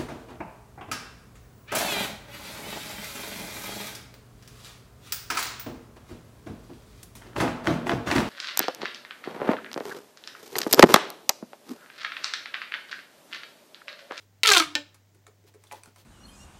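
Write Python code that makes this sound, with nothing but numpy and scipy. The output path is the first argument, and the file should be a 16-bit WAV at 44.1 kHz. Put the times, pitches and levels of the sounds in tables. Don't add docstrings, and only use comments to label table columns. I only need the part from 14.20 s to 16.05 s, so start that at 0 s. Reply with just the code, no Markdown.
import sys
import numpy as np
from scipy import signal
from scipy.fft import rfft, irfft
from scipy.io import wavfile
from scipy.ndimage import uniform_filter1d

SR = 44100
rng = np.random.default_rng(int(sys.argv[2]) if len(sys.argv) > 2 else 0)


def unload_wav(signal):
    wavfile.write(
        sys.argv[1],
        SR,
        np.round(np.clip(np.atleast_2d(signal).T, -1, 1) * 32767).astype(np.int16),
    )


N = 81585
T = np.arange(N) / SR

# t/s, crack level/dB, crack f/Hz, kick to the air column/dB
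SNAPS = [(0.2339, 0, 3950, -9.5), (0.2377, -3.5, 3947, -20.5), (0.2508, -15, 2600, 2),
         (0.2538, -16, 2400, -1), (0.2600, -3, 4196, -12.5), (0.2713, -1.5, 3858, -8),
         (0.2755, 2.5, 4793, -8), (0.2796, -3, 4000, -18.5), (0.2835, -7.5, 3890, -16.5),
         (0.288, -10, 4424, 2.5), (0.2903, 0.5, 3930, -1), (0.2928, -5.5, 3970, -6.5),
         (0.3028, 1.5, 4400, -11.5), (0.3140, -6.5, 3882, 8), (0.3194, 2.5, 5600, -9.5),
         (0.3226, -4.5, 5500, -20), (0.3343, 1, 4200, -12), (0.3377, 0.5, 3618, -10),
         (0.3478, -4, 4380, -5.5), (0.3513, -5.5, 3794, -3), (0.3577, -7.5, 3962, -9), (0.364, -9, 3500, 3),
         (0.3665, -4.5, 3651, 2.5), (0.371, 1.5, 3843, -2), (0.3727, 0.5, 3970, -17.5),
         (0.3780, -14, 7950, -15), (0.3811, -1.5, 5022, -19), (0.3879, -10, 4810, -22.5),
         (0.3931, -12.5, 3940, -13.5), (0.3990, -4, 5253, -5), (0.4015, -8, 3510, -0.5),
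         (0.4230, -15, 3440, -5.5)]


def from_db(db):
    return 10 ** (np.asarray(db) / 20)


def at_hz(points, hz):
    f, values = np.transpose(points)
    return np.interp(np.log(np.maximum(hz, 1)), np.log(f), values)


def colour(x, points):
    size = 4096
    log_gain = np.log(from_db(at_hz(points, np.abs(np.fft.fftfreq(size, 1 / SR)))))
    response = np.fft.ifft(np.exp(signal.hilbert(log_gain).conj())).real
    return signal.fftconvolve(x, response[:size // 2])[:len(x)]


def band(x, low_hz, high_hz, order):
    return signal.sosfilt(signal.butter(order, [low_hz, high_hz], "band", fs=SR, output="sos"), x)


def low_cut(x, hz):
    return signal.sosfilt(signal.butter(3, hz, "high", fs=SR, output="sos"), x)


def decay(t, t60_s):
    return np.exp(-np.log(1000) * t / t60_s)


def unit_energy(x):
    return x / np.sqrt(np.sum(x ** 2))


def burst(t60_s):
    t = T[:SR // 5]
    return unit_energy(rng.standard_normal(len(t)) * decay(t, t60_s))


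def add(out, start_s, sound):
    i = int(start_s * SR)
    out[i:i + len(sound)] += sound[:N - i]


def hum_and_hiss():
    hiss_colour = [(25, -3.5), (60, -1.5), (150, 6.5), (300, 0.5), (600, -1.5), (1200, -10.5), (1900, -8),
                   (2600, -12.5), (5000, -13), (7000, -12.5), (10000, -21.5), (16000, -15.5)]
    hum_hz, hum_db, hiss_db = 99.6, -59.5, -66.5
    hiss = colour(rng.standard_normal(N + SR), hiss_colour)[SR:]
    return from_db(hiss_db) * hiss / hiss.std() + from_db(hum_db) * np.sin(2 * np.pi * hum_hz * T)


def rubs():
    strokes = [(0.019, 0.024, -65.5), (1.282, 0.016, -60), (1.454, 0.052, -67.5), (1.553, 0.041, -57),
               (1.667, 0.052, -65), (1.795, 0.032, -58.5)]
    rub_colour = [(150, -5), (400, -2), (700, -9.5), (2000, -5.5), (4000, -3.5), (8000, -10.5),
                  (16000, -13.5)]
    grain_db = 5
    grains = colour(rng.standard_normal(N) * from_db(grain_db * rng.standard_normal(N)), rub_colour)
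    pressure = sum(from_db(db) * np.exp(-((T - mid_s) / half_s) ** 2) for mid_s, half_s, db in strokes)
    return pressure * grains / grains.std()


def crack(hz, q, wall_db, wall_t60_s):
    rattle = from_db(wall_db) * burst(wall_t60_s)
    click = signal.unit_impulse(len(rattle))
    b, a = signal.iirpeak(hz, q, fs=SR)
    ring = unit_energy(signal.lfilter(b, a, signal.lfilter(b, a, click + rattle)))
    return ring + from_db(-4.5) * click + from_db(-12) * rattle


def ratchet():
    crack_colour = [(100, -11), (250, -9.5), (550, -8), (1000, 1.5), (2000, 12), (3200, 4.5), (5500, -0.5),
                    (8000, 5.5), (12000, 0.5), (16000, -12.5)]
    slips_per_s, pull_end_s = 600, 0.44
    out = np.zeros(N)
    for start_s, db, hz, _ in SNAPS:
        add(out, start_s, from_db(db + 4) * crack(hz, q=1.6, wall_db=-1.5, wall_t60_s=0.0083))
    pulling = (T > SNAPS[0][0]) & (T < pull_end_s)
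    slips = pulling * (rng.random(N) < slips_per_s / SR) * rng.choice([-1, 1], N)
    slip_db = -17 + 3 * rng.standard_normal(N)
    out += band(slips * from_db(slip_db), 800, 3900, order=1)
    return low_cut(colour(out, crack_colour), hz=420)


def shudder(line_width_hz=5):
    step_rad = np.sqrt(2 * np.pi * line_width_hz / SR)
    return uniform_filter1d(np.cumsum(step_rad * rng.standard_normal(N)), size=128)


def air_column():
    glide = [(0.235, 463.3), (0.258, 453.5), (0.294, 422.8), (0.318, 398.5), (0.34, 382.7), (0.37, 352.2),
             (0.402, 323.5), (0.44, 308), (0.5, 296.4)]
    hollow = [(0.233, -67), (0.239, -37.5), (0.272, -41), (0.281, -31.5), (0.316, -30), (0.343, -42.5),
              (0.358, -35), (0.378, -29), (0.39, -45.5), (0.408, -27), (0.435, -49), (0.55, -53.5)]
    overtones_db = [-25, -22.5, -18.5, -25.5, -28, -31, -30.5, -29.5, -32, -39]
    radiation = [(620, -15), (760, -2), (900, -9.5), (1150, 4.5), (1620, 3.5), (1800, -7.5), (2250, 7),
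                 (5000, -1)]
    swell_s, kick_spread_db = 0.0012, 2
    snap_s, _, _, kick_db = np.transpose(SNAPS)
    pitch_hz = np.interp(T, *np.transpose(glide))
    phase = 2 * np.pi * np.cumsum(pitch_hz) / SR
    hollow_db = np.interp(T, *np.transpose(hollow), left=-np.inf, right=-np.inf)
    out = from_db(hollow_db) * np.sin(phase + shudder())
    swell_pole = np.exp(-1 / (swell_s * SR))
    for k, db in enumerate(overtones_db, 2):
        t60_s = 0.071 * (2 / k) ** 0.83
        scatter_db = kick_spread_db * rng.standard_normal(len(snap_s))
        kicks = np.zeros(N)
        kicks[(snap_s * SR).astype(int)] = from_db(kick_db + scatter_db)
        energy = signal.lfilter([1], [1, -decay(2 / SR, t60_s)], kicks ** 2 + 1e-18)
        envelope = signal.lfilter([1 - swell_pole], [1, -swell_pole], np.sqrt(energy))
        tone = np.sin(k * phase + shudder() + rng.uniform(0, 2 * np.pi))
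        out += envelope * from_db(db + at_hz(radiation, k * pitch_hz)) * tone
    return out


def taps():
    touches = [(0.470, 0.058, 163.4, -36, -37, -43), (0.744, 0.057, 1690, -56, -33.5, -31.5),
               (0.947, 0.052, 357, -54.5, -43.5, -41), (1.067, 0.018, 7050, -49, -27.5, -33),
               (1.076, 0.051, 438, -50, -41.5, -38), (1.239, 0.053, 387, -52, -48, -50),
               (1.340, 0.024, 1535, -64, -40.5, -40), (1.346, 0.05, 425.4, -46, -39.5, -39.5),
               (1.438, 0.025, 1454, -82, -33.5, -32.5), (1.47, 0.082, 3490, -50, -45, -37),
               (1.512, 0.013, 1496, -54, -20, -46), (1.514, 0.043, 956, -43, -56, -32.5),
               (1.521, 0.029, 876, -35, -22, -24), (1.526, 0.011, 540, -43, -37, -25.5),
               (1.534, 0.059, 864, -38, -34.5, -54), (1.542, 0.031, 3540, -51, -37, -42),
               (1.558, 0.04, 3520, -53, -36.5, -54), (1.577, 0.015, 960, -50, -37, -49),
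               (1.635, 0.0075, 2500, -49, -32, -25), (1.658, 0.012, 1390, -45.5, -31, -32),
               (1.674, 0.067, 199, -40.5, -35.5, -46), (1.76, 0.034, 986, -53.5, -32.5, -34)]
    noise_bands = [(650, 2510), (3500, 11500)]
    rise_cycles = 0.37
    out, t = np.zeros(N), T[:SR // 4]
    for start_s, t60_s, hz, ring_db, *noise_db in touches:
        envelope = decay(t, t60_s=0.027) * (1 - np.exp(-t * hz / rise_cycles))
        add(out, start_s, from_db(ring_db) * envelope * np.sin(2 * np.pi * hz * t))
        for db, (low_hz, high_hz) in zip(noise_db, noise_bands):
            add(out, start_s, from_db(db) * unit_energy(band(burst(t60_s), low_hz, high_hz, order=3)))
    return out


def pop(start_s):
    pop_colour = [(150, -34), (500, 9.5), (1200, -7.5), (3000, 9), (7600, 1.5), (9000, -8.5), (16000, -5)]
    snap = crack(hz=3037, q=0.5, wall_db=0, wall_t60_s=0.028)
    out = np.zeros(N)
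    add(out, start_s, from_db(-1.5) * colour(snap, pop_colour))
    return low_cut(out, hz=460)


def long_tube_ring(start_s):
    modes = [(291, -34), (584, -38.5), (872, -38), (1491, -33), (1800, -25), (2412, -33), (2735, -32),
             (3031, -26.5)]
    damping = [(291, .15), (1800, .11), (3000, .08)]
    out = np.zeros(N)
    for hz, db in modes:
        ring = from_db(db) * np.sin(2 * np.pi * hz * T) * decay(T, at_hz(damping, hz))
        add(out, start_s, low_cut(ring, hz / 2))
    return out


def room(x):
    reverb_time = [(150, .45), (400, .44), (1200, .46), (3000, .44), (6000, .42), (10000, .35),
                   (15000, .31)]
    room_colour = [(100, -18), (400, 7.5), (1200, -1.5), (3500, -6), (7000, -7), (15000, -7.5)]
    onset_s = 0.0018
    t, edges_hz = T[:SR], np.geomspace(60, 18000, 11)
    white, hz = rfft(rng.standard_normal(SR)), np.arange(SR // 2 + 1)
    tail = np.zeros(SR)
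    for low, high in zip(edges_hz, edges_hz[1:]):
        noise = irfft(white * ((hz >= low) & (hz < high)))
        tail += noise * decay(t, at_hz(reverb_time, np.sqrt(low * high)))
    response = from_db(-12) * unit_energy(tail)
    add(response, 0, burst(t60_s=0.17))
    response *= 1 - np.exp(-(t / onset_s) ** 2)
    return colour(signal.fftconvolve(x, response)[:N], room_colour)


def scene():
    pop_s = 0.5532
    contacts = ratchet() + taps() + rubs()
    last_pleat = pop(pop_s)
    air = air_column() + long_tube_ring(pop_s)
    reflections = room(contacts + 0.79 * last_pleat + 0.52 * air)
    return (contacts + last_pleat + air + reflections + hum_and_hiss())[None]


def record(dry):
    ceiling, cutoff_hz = 0.85, 16000
    rounded = dry / (1 + (dry / ceiling) ** 4) ** 0.25
    return signal.sosfilt(signal.ellip(10, .1, 70, cutoff_hz, fs=SR, output="sos"), rounded)


dry = scene()
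out = record(dry)
unload_wav(out)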